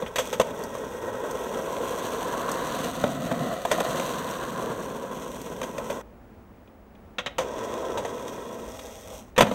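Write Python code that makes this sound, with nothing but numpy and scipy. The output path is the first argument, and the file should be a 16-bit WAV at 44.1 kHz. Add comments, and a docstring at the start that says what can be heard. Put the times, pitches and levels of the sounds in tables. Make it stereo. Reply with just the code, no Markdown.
"""A skateboard in a yard, over the steady hum of distant traffic. First the rider jumps on, and house
walls echo the clatter. Rough asphalt shakes the deck (the wooden board) and crackles under the wheels
as he rolls close past and away. At 6 seconds the rolling stops suddenly. After a quiet moment he drops
the board far off and rolls up. He jumps, the board runs on alone, and at 9.4 seconds he lands on it hard."""
import sys
import numpy as np
from scipy import signal
from scipy.fft import rfft, irfft, next_fast_len
from scipy.io import wavfile
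from scipy.ndimage import map_coordinates

SR = 44100
rng = np.random.default_rng(int(sys.argv[2]) if len(sys.argv) > 2 else 0)


def output_pcm(signal):
    """Save a mono or channel-first signal as 16-bit PCM at the path in sys.argv[1].

    Samples are clipped to [-1, 1] before scaling.
    """
    pcm = np.clip(np.atleast_2d(signal).T, -1, 1) * 32767
    wavfile.write(sys.argv[1], SR, np.round(pcm).astype(np.int16))


N = 420713
TIME = np.arange(N) / SR

# Where the board is. Each row: time in seconds, closeness in steps
# (-2 far end, -1 across the yard, 0 a little way off, 1 near, 2 right below the listener).
CLOSENESS = [(1.2, 0.21), (2.4, 0.85), (3.15, 1.7), (3.7, 2.2), (4.0, 1.18), (5.0, 0.58), (6.0, 0.37),
             (6.1, -2.2), (7.4, -1.37), (8.7, -0.97), (9.4, 1.18)]
# When the wheels roll. Each row: start, end and fade time, all in seconds.
ROLLS = [(0, 6.012, .004), (7.39, 9.18, .045), (9.43, 9.54, .045)]
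# How hard the asphalt shakes the board. Each row: time in seconds, level in dB.
SHAKE_FIRST_PASS = [(0.0, -33.5), (0.34, -40), (0.47, -37.5), (0.88, -37.5), (1.42, -32), (2.57, -31.5),
                    (3.08, -34.5), (3.5, -36.5), (3.88, -31), (3.98, -32.5), (4.9, -36), (5.09, -38.5),
                    (5.45, -40), (5.83, -37), (5.88, -37)]
SHAKE_RUN_UP = [(7.48, -40.5), (7.576, -36), (7.866, -35), (8.562, -41.5), (8.702, -41), (9.046, -44),
                (9.15, -43.5)]
SHAKE_AFTER_LANDING = [(9.43, -42), (9.54, -38)]
# The jump. Each row: time in seconds, how empty the board is (0 ridden, 1 alone).
RIDER_OFF = [(8.66, 0.055), (8.72, 0.57), (9.38, 0.78), (9.41, 0.12)]
# Brief swells and dips in the roll. Each row: middle in seconds, length in seconds, change in dB.
WEIGHT_SHIFTS = [(0.11, 0.17, -31), (2.92, 0.078, -1), (3.22, 0.19, 1), (3.63, 0.22, -12.5),
                 (4.65, .3, 4.5)]  # the rider presses down or lifts
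SIDEWAYS_SCRUBS = [(0.25, 0.28, 6.5), (2.05, .75, 4.5), (2.82, 0.51, 5.5), (3.98, 1, 5.5), (5.35, 0.3, 3.5)]  # the wheels slide sideways
COARSE_GROUND = [(3.49, 0.22, 4.5), (3.77, 0.12, 3), (5.12, 0.025, 6.5), (5.28, 0.068, 3), (7.88, 0.095, 3),
                 (9.1, 0.11, 4.5)]  # rougher asphalt makes the deck surge

# Tone colours of the steady sounds. Each row: frequency in Hz, relative level in dB.
DECK_ACROSS_YARD = [(260, -12), (310, -7.5), (400, -1.5), (490, 2), (570, -2.5), (670, -3.5), (750, -11),
                    (860, -13), (970, -1.5), (1100, -8.5), (1220, -21), (1300, -8), (1430, -23),
                    (1550, -14), (1720, -26), (1920, -19), (2200, -47)]
DECK_MIDWAY = [(300, -12), (420, 4), (505, 3), (570, 1), (650, -4.5), (750, -13.5), (870, -3.5),
               (985, -4.5), (1080, -8.5), (1200, -20.5), (1280, -6), (1410, -13), (1540, -8), (1740, -18.5),
               (1890, -8), (2200, -38.5)]
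DECK_NEAR = [(180, -30.5), (300, -5.5), (408, -1.5), (491, 3.5), (547, 5), (594, -4), (673, 0), (872, -11),
             (948, 0.5), (1050, 3.5), (1140, -3), (1230, -7), (1630, -7.5), (2130, -18.5), (2200, -36),
             (2860, -49), (4840, -120)]
DECK_FROM_ABOVE = [(180, -52), (300, -13), (363, -9), (422, -11), (507, 1.5), (599, -3), (662, 2), (702, 3),
                   (872, -21), (1050, -7.5), (1210, -10.5), (1300, -8), (1640, -20), (1970, -12),
                   (2200, -35), (2860, -64), (4840, -120)]
DECK_EMPTY = [(300, -3), (370, -37), (440, 4), (500, 3), (580, -4), (660, 2.5), (730, -22.5), (800, 1),
              (880, -15), (990, -10.5), (1220, -13.5), (1700, -35), (2200, -26)]
AIR_BOOM = [(70, -30), (110, -5.5), (150, -7.5), (185, -3.5), (230, 1.5), (265, -2.5), (310, -15),
            (380, -26.5)]
AIR_BOOM_NEAR = [(70, -32), (105, -13), (135, -3), (170, 1), (215, -1.5), (255, 2.5), (310, -12),
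                 (380, -23)]
CRACKLE_FAR = [(1600, -23.5), (2000, 0.5), (2250, -0.5), (2650, 2.5), (3000, -1.5), (3400, 3.5), (3900, -5),
               (4500, -12.5), (5500, -9)]
CRACKLE_NEAR = [(1600, -17), (2200, -4), (2700, 0), (3300, 1), (4000, 1), (4600, -3.5), (5300, -4),
                (7000, -12)]
BEARING_HISS = [(4000, -15), (5200, -2.5), (5800, 3), (6300, 2), (7200, -5), (7800, -2.5), (8600, -4.5),
                (9500, -12.5), (10200, -12), (11200, -17.5), (12300, -7), (14000, -10.5), (16000, -22.5)]
TRAFFIC = [(12, -58), (20, -21), (57, -5.5), (76, -11), (103, -10.5), (147, -19.5), (217, -9.5),
           (302, -16.5), (377, -16.5), (433, -17.5), (774, -21.5), (889, -24), (1930, -33.5), (4200, -48),
           (15000, -55)]
# High notes of the maple layers. Each row: pitch in Hz, level in dB, seconds to fade by 60 dB.
PLY_NOTES = [(1360, -8.5, 0.04), (1620, -1, 0.067), (1887, -1, 0.1), (1840, -3, 0.072), (2300, -12, 0.11),
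             (2447, 2, 0.1), (2633, 5, 0.031), (2890, -2, 0.05), (3110, -12, 0.027), (3450, 7, 0.03),
             (3756, 3.5, 0.05)]
# A motor's hum and a thin whine. Each row: pitch in Hz, level in dB.
STEADY_TONES = [(75.4, -64), (15624, -74)]

# Blows to the board. Each row: start in seconds, level in dB, rattle length in seconds.
FOOT_THUDS = [(0.022, -26.5, 0.011), (0.508, -32, 0.0096), (3.039, -15.5, 0.0075), (3.266, -29, 0.015),
              (3.314, -21.5, 0.0093), (3.46, -30, 0.012), (9.43, -14, 0.0033), (9.467, -20.5, .015),
              (9.513, -21.5, 0.0098)]  # feet and weight come down on the deck and axles
WOOD_SLAPS = [(0.062, -32, 0.016), (6.675, -59, 0.0085), (6.951, -58, .008), (7.184, -22.5, 0.019),
              (7.261, -24, 0.015), (9.363, -28.5, 0.012)]  # bare wood hits the ground
LANDING = [(9.379, -11.5, 0.008), (9.387, -12.5, 0.017), (9.407, -6.5, 0.011), (9.421, -13, .007)]  # the axles come down, then both feet
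# Wheels drop or hit a crack.
# Each row: start in seconds, level in dB, extra brightness in dB, rattle length in seconds.
WHEEL_CLACKS = [(0.158, -24.5, 10, .016), (0.183, -17, 5.5, 0.027), (0.328, -22, 4, 0.021),
                (0.398, -10.5, -3.5, .011), (0.412, -20, 1.5, .008), (0.751, -28, -4.5, 0.0063),
                (3.651, -18.5, -4, 0.0079), (3.714, -14.5, 2.5, .009), (3.724, -24, 6, .012),
                (3.803, -18.5, -1, .008), (3.997, -27.5, 6, .006), (5.615, -28, 2, .005),
                (5.63, -26, 3.5, 0.019), (5.781, -25.5, 0, .007), (5.899, -22, -2, .02),
                (7.383, -27.5, 8, .006), (7.389, -20, -1, .034), (7.727, -33, -5, 0.013),
                (7.974, -22, -1, 0.027), (8.049, -24.5, -1.5, 0.016), (8.791, -38.5, 7.5, 0.011)]
# Low notes of the struck deck. Each row: multiple of its pitch, level in dB, seconds to fade by 60 dB.
DECK_NOTES = [(1.002, 5, 0.2), (1.27, -20, 0.2), (1.8, -4.5, 0.077), (2.0, -28, 0.02), (2.3, 1.5, 0.026)]
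# Tone colours of a blow's noise. Each row: frequency in Hz, relative level in dB.
WOOD_KNOCK = [(280, -33.5), (420, -3), (520, 5), (660, 3), (780, -5.5), (1000, 2), (1250, -12.5),
              (1600, -40.5)]
WOOD_CRACK = [(800, -4), (1300, 2), (1700, -0.5), (1950, 3), (2250, -1), (2900, -1.5), (3400, 2),
              (3900, -9.5), (4500, -21), (6000, -17)]
METAL_CLICK = [(3500, -40), (4500, -3.5), (5200, -8), (6200, 4.5), (7200, -4), (8400, -1.5), (9600, -10.5),
               (11200, -14), (12600, -6.5), (14200, -10), (16000, -29)]
# The walls' echo. Each row: frequency in Hz, seconds to fade by 60 dB.
ECHO_TIMES = [(200, 0.78), (1000, 0.49), (4000, 0.35), (12000, 0.064)]
# Small stones snap under a wheel. Each row: start in seconds, level in dB.
STONE_SNAPS = [(0.273, -28), (0.5896, -33), (0.6372, -23.5), (1.3109, -22.5), (2.515, -17.5), (5.4151, -28),
               (8.868, -30), (9.135, -40)]
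# Sound from the far end loses its highest treble in the air. Each row: frequency in Hz, gain in dB.
FAR_END_TONE = [(3500, 5), (7000, 5), (10000, -10), (15000, -18)]
# How alike the two ears' signals are. Each row: frequency in Hz, likeness (1 is identical).
STEREO_LIKENESS = [(100, 0.99), (500, 0.98), (1000, 0.92), (2000, 0.89), (4000, 0.87), (8000, 0.72),
                   (13000, 0.66)]
# The balance of the two sides. Each row: frequency in Hz, left level minus right level in dB.
STEREO_BALANCE = [(60, -2.5), (110, -2.0), (200, -1.5), (380, -2.0), (700, -1.5), (1290, -1.5),
                  (2380, -1.0), (4400, -1.5), (8120, -1.5), (15000, -3.5)]

# Loudness rules for the roll. Each lists: base level in dB, dB per dB of shaking,
# dB per step closer, dB added when the board is empty.
DRONE_RULE = (-33.5, 1, 0.5, -5.5)
BOOM_RULE = (-45, -0.07, 6.5, -17)
HISS_RULE = (-53, 0.54, 1.4, 6.5)
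# Recipes for the blows. Each lists, in relative dB: air thump, deck, wood crack, metal.
WHEEL_MIX = (-18.5, -0.5, -9, -14)
THUD_MIX = (-3, -1, -12.5, -26)
SLAP_MIX = (-16, -8, -2, -20)
LANDING_MIX = (-10.5, 0.5, -5.5, -15)

EASY_ROLL_DB = -35.5  # the shaking at an easy pace
DRONE_PER_LOAD, HISS_PER_LOAD, CRACKLE_PER_SCRUB = 0.26, 0.3, 0.17  # dB per dB
DECK_HZ, OVERHEAD_RISE_HZ, PITCH_SCATTER = 511.4, 126, 0.059  # the deck rings higher heard from above
TRAFFIC_DB, TRAFFIC_SWAY_DB = -49, 0.8
PEAK_LIMIT, TOP_HZ = 0.85, 16000


def amp(db):
    """Turn decibels into a number to multiply by."""
    return 10 ** (np.asarray(db) / 20)


def unit(x):
    """Scale a signal so its average strength (rms) is 1."""
    return x / np.sqrt(np.mean(x ** 2) + 1e-20)


def along(points, hz):
    """Read a table of frequencies and values, sliding between rows by musical pitch."""
    freqs, values = np.transpose(points)
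    return np.interp(np.log(hz + 1), np.log(freqs + 1), values)


def wobble(rate):
    """A smooth curve through `rate` random values a second."""
    return map_coordinates(rng.standard_normal(int(N * rate / SR) + 4), [TIME * rate])


def swells(rows):
    """A dB curve with one smooth hill or dip for each row."""
    return sum(db * np.exp(-(2 * (TIME - s) / length) ** 2) for s, length, db in rows)


def closeness_at(s):
    """How close the board is at s seconds."""
    return np.interp(s, *np.transpose(CLOSENESS))


def filtered(x, response):
    """Multiply each frequency in x by response(hz)."""
    n = x.shape[-1]
    size = next_fast_len(n + 4096)
    return irfft(rfft(x, size) * response(np.fft.rfftfreq(size, 1 / SR)), size)[..., :n]


def coloured(x, spectrum, size=4096):
    """Give x a table's tone colour, falling steeply outside the table's range."""
    hz = np.fft.rfftfreq(size, 1 / SR) + 1
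    edges = np.minimum(1, hz / spectrum[0][0]) ** 3 * np.minimum(1, spectrum[-1][0] / hz) ** 3
    cepstrum = irfft(np.log(amp(along(spectrum, hz)) * edges + 1e-6))
    # folding this in half makes the filter ring after a hit, never before it
    cepstrum[1:size // 2] *= 2
    cepstrum[size // 2 + 1:] = 0
    tap_response = irfft(np.exp(rfft(cepstrum)))
    return signal.fftconvolve(x, tap_response[None], axes=1)[:, :x.shape[-1]]


def stereo(pair):
    """Turn two unrelated signals into left and right, most alike in the bass."""
    angle = lambda hz: np.arccos(np.clip(along(STEREO_LIKENESS, hz), -1, 1)) / 2
    mid, side = filtered(pair, lambda hz: np.array([np.cos(angle(hz)), np.sin(angle(hz))]))
    return np.array([mid + side, mid - side])


def add(track, s, sound):
    """Mix a sound into the track, starting at s seconds."""
    part = track[:, max(0, round(s * SR)):][:, :sound.shape[-1]]
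    part += sound[..., :part.shape[-1]]


def ringing(notes, t):
    """Tapped wood rings with fading notes, a little different at every spot."""
    return sum(amp(db + 2 * rng.standard_normal() - 60 * t / fade)
               * np.sin(2 * np.pi * hz * t * (1 + 0.0089 * rng.standard_normal()))
               for hz, db, fade in notes)


def asphalt(tips_per_second, scatter_db, texture):
    """The push on the wheels: stone tips of unequal size, over a fine texture."""
    sizes = amp(scatter_db * np.minimum(rng.standard_normal(N), 2.5))
    hits = rng.random(N) < tips_per_second / SR
    tips = unit(sizes * hits * rng.standard_normal((2, N)))
    return unit(stereo(tips + texture * rng.standard_normal((2, N))))


def deck_drone(bumps, closeness, empty):
    """Bumps make the deck drone; its tone changes with distance and when the rider is off."""
    views = [(-1, DECK_ACROSS_YARD), (0, DECK_MIDWAY), (1, DECK_NEAR), (2, DECK_FROM_ABOVE)]
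    ridden = sum(np.maximum(0, 1 - abs(closeness - step)) * unit(coloured(bumps, colour))
                 for step, colour in views)
    return (1 - empty) * ridden + empty * unit(coloured(bumps, DECK_EMPTY))


def air_boom(bumps, near):
    """The shaking deck moves the air beneath it: a hollow boom."""
    return (1 - near) * unit(coloured(bumps, AIR_BOOM)) + near * unit(coloured(bumps, AIR_BOOM_NEAR))


def ply_ring(force):
    """A force sets the deck's layers of wood ringing with high notes."""
    tap_response = ringing(PLY_NOTES, np.arange(SR // 10) / SR)
    return signal.fftconvolve(force, tap_response[None], axes=1)[:, :force.shape[-1]]


def wheel_crackle(grit, near):
    """Hard plastic wheels crackle on stone; farther off, ringing wood is part of the sound."""
    far_crackle = unit(unit(coloured(grit, CRACKLE_FAR)) + 0.58 * unit(ply_ring(grit)))
    return (1 - near) * far_crackle + near * unit(coloured(grit, CRACKLE_NEAR))


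def bearing_hiss(grit):
    """The wheel bearings give a high, fluttering hiss."""
    return amp(2.5 + 0.98 * wobble(rate=100)) * unit(coloured(grit, BEARING_HISS))


def rolling():
    """Drone, boom, crackle and hiss follow the ground, the rider's weight and the distance."""
    closeness = np.clip(closeness_at(TIME), -1, 2)
    near = np.clip(closeness, 0, 1)
    empty = np.interp(TIME, *np.transpose(RIDER_OFF))
    shake_rows = np.vstack([SHAKE_FIRST_PASS, SHAKE_RUN_UP, SHAKE_AFTER_LANDING])
    shake_db = np.interp(TIME, *shake_rows.T) - EASY_ROLL_DB
    grounded = sum((TIME >= start) * np.exp(-np.maximum(TIME - end, 0) / fade)
                   for start, end, fade in ROLLS)

    def level_db(base_db, per_shake, closer_db, empty_db):
        return base_db + per_shake * shake_db + closer_db * np.maximum(closeness, 0) + empty_db * empty

    load_db, scrub_db = swells(WEIGHT_SHIFTS), swells(SIDEWAYS_SCRUBS)
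    drone_gain = grounded * amp(level_db(*DRONE_RULE) + swells(COARSE_GROUND) + DRONE_PER_LOAD * load_db)
    boom_gain = grounded * amp(level_db(*BOOM_RULE) + load_db)
    hiss_gain = grounded * amp(level_db(*HISS_RULE) + scrub_db + HISS_PER_LOAD * load_db)
    # the crackle grows with both the drone and the hiss
    crackle_gain = drone_gain ** 0.27 * hiss_gain ** 0.74
    crackle_gain *= amp(-2 + 0.87 * near + CRACKLE_PER_SCRUB * scrub_db)
    bumps = asphalt(tips_per_second=3000, scatter_db=1.5, texture=0.74)
    grit = asphalt(tips_per_second=1400, scatter_db=3.5, texture=1.0)
    treble = crackle_gain * wheel_crackle(grit, near) + hiss_gain * bearing_hiss(grit)
    patches = wobble(rate=45)  # coarse and smooth spots pass under the wheels
    drone_gain *= amp(0.95 * patches + 0.84 * wobble(rate=16))
    return (drone_gain * deck_drone(bumps, closeness, empty)
            + boom_gain * amp(0.78 * patches) * air_boom(bumps, near)
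            + amp(1.48 * patches) * treble)


def background():
    """Far traffic rumbles under a motor's low hum; a thin, steady whine sounds high above it all."""
    traffic = unit(coloured(stereo(rng.standard_normal((2, N))), TRAFFIC))
    traffic *= amp(TRAFFIC_DB + TRAFFIC_SWAY_DB * wobble(rate=6))
    tones = sum(np.sqrt(2) * amp(db) * np.sin(2 * np.pi * hz * TIME + 0.34 * wobble(rate=2.6))
                for hz, db in STEADY_TONES)
    return traffic + tones


def blow(s, rattle, mix, bright_db=0):
    """One blow rings the deck, thumps the air under it and rattles the wood and metal axles."""
    thump_db, deck_db, crack_db, metal_db = mix
    t = np.arange(SR // 5) / SR
    same_energy = lambda x: x / np.sqrt(np.mean(np.sum(x ** 2, axis=-1)) / (0.01 * SR))
    overhead = np.clip(closeness_at(s) - 1, 0, 1)
    pitch_hz = (DECK_HZ + OVERHEAD_RISE_HZ * overhead) * (1 + PITCH_SCATTER * rng.standard_normal())
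    # loose parts chatter for a moment, then die away fast
    age = t / rattle
    attack = 1 - np.exp(-t / 0.00026)
    chatter = attack * (np.exp(-age ** 2) + amp(-16 - 60 * t / 0.17))
    force = lambda: stereo(rng.standard_normal((2, len(t)))) * chatter
    burst = lambda colour: same_energy(coloured(force(), colour))
    # feet and the axles' rubber cushions choke the ring once the rattle is over
    notes = [(ratio * pitch_hz, db, fade) for ratio, db, fade in DECK_NOTES]
    ring = same_energy(ringing(notes, t) * np.exp(-(age / 2) ** 2))
    deck = amp(deck_db - 6) * ring + amp(deck_db - 5) * burst(WOOD_KNOCK)
    thump = amp(thump_db - 3) * burst(AIR_BOOM)
    high_ring = ply_ring(force() * np.exp(-t / 0.0025)) * np.exp(-(age / 3) ** 2)
    crack = amp(crack_db) * same_energy(burst(WOOD_CRACK) + 0.57 * same_energy(high_ring))
    metal = amp(metal_db) * burst(METAL_CLICK)
    return deck + thump + amp(bright_db - 3) * (crack + metal)


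def clatter():
    """Wheels, feet and bare wood strike, each kind of blow with its own recipe."""
    track = np.zeros((2, N))
    for s, db, bright_db, rattle in WHEEL_CLACKS:
        add(track, s, amp(db) * blow(s, rattle, WHEEL_MIX, bright_db))
    for rows, mix in [(FOOT_THUDS, THUD_MIX), (WOOD_SLAPS, SLAP_MIX), (LANDING, LANDING_MIX)]:
        for s, db, rattle in rows:
            add(track, s, amp(db) * blow(s, rattle, mix))
    return track


def wall_echo(x):
    """House walls throw the sound back; the high notes die away first."""
    hz, t, noise = signal.stft(rng.standard_normal((2, SR // 2)), SR, nperseg=256)
    fading = noise * amp(-60 * t / along(ECHO_TIMES, hz)[:, None])
    tail = stereo(signal.istft(fading, SR, nperseg=256)[1])
    tail = np.pad(tail, ((0, 0), (round(0.011 * SR), 0)))  # the echo starts 11 ms late
    return signal.fftconvolve(x, tail / np.linalg.norm(tail[0]), axes=1)[:, :N]


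def stone_snaps():
    """Grains of gravel snap under a wheel, each with a short, bright tick."""
    track = np.zeros((2, N))
    t = np.arange(SR // 20) / SR
    for s, db in STONE_SNAPS:
        snap = stereo(rng.standard_normal((2, len(t)))) * amp(-60 * t / 0.038)
        tick = coloured(snap, METAL_CLICK)
        add(track, s, amp(db - 4.5) * tick / np.abs(tick).max())
    return track


def scene():
    """The board in its yard: the farther off it is, the duller it sounds and the more its blows echo."""
    closeness = closeness_at(TIME)
    blows = clatter() + stone_snaps()
    echo_db = -18.5 - 1.6 * np.maximum(closeness, -1)
    board = rolling() + blows + wall_echo(amp(echo_db) * blows)
    far_share = np.clip(-1 - closeness, 0, 1)
    far_board = filtered(board, lambda hz: amp(along(FAR_END_TONE, hz)))
    return (1 - far_share) * board + far_share * far_board + background()


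def record(dry):
    """Make the right side a little louder, round off the hardest peaks and cut the highest treble."""
    heard = filtered(dry, lambda hz: amp(np.outer([.5, -.5], along(STEREO_BALANCE, hz))))
    rounded = heard / (1 + (heard / PEAK_LIMIT) ** 6) ** (1 / 6)
    return filtered(rounded, lambda hz: hz < TOP_HZ)


dry = scene()
out = record(dry)
output_pcm(out)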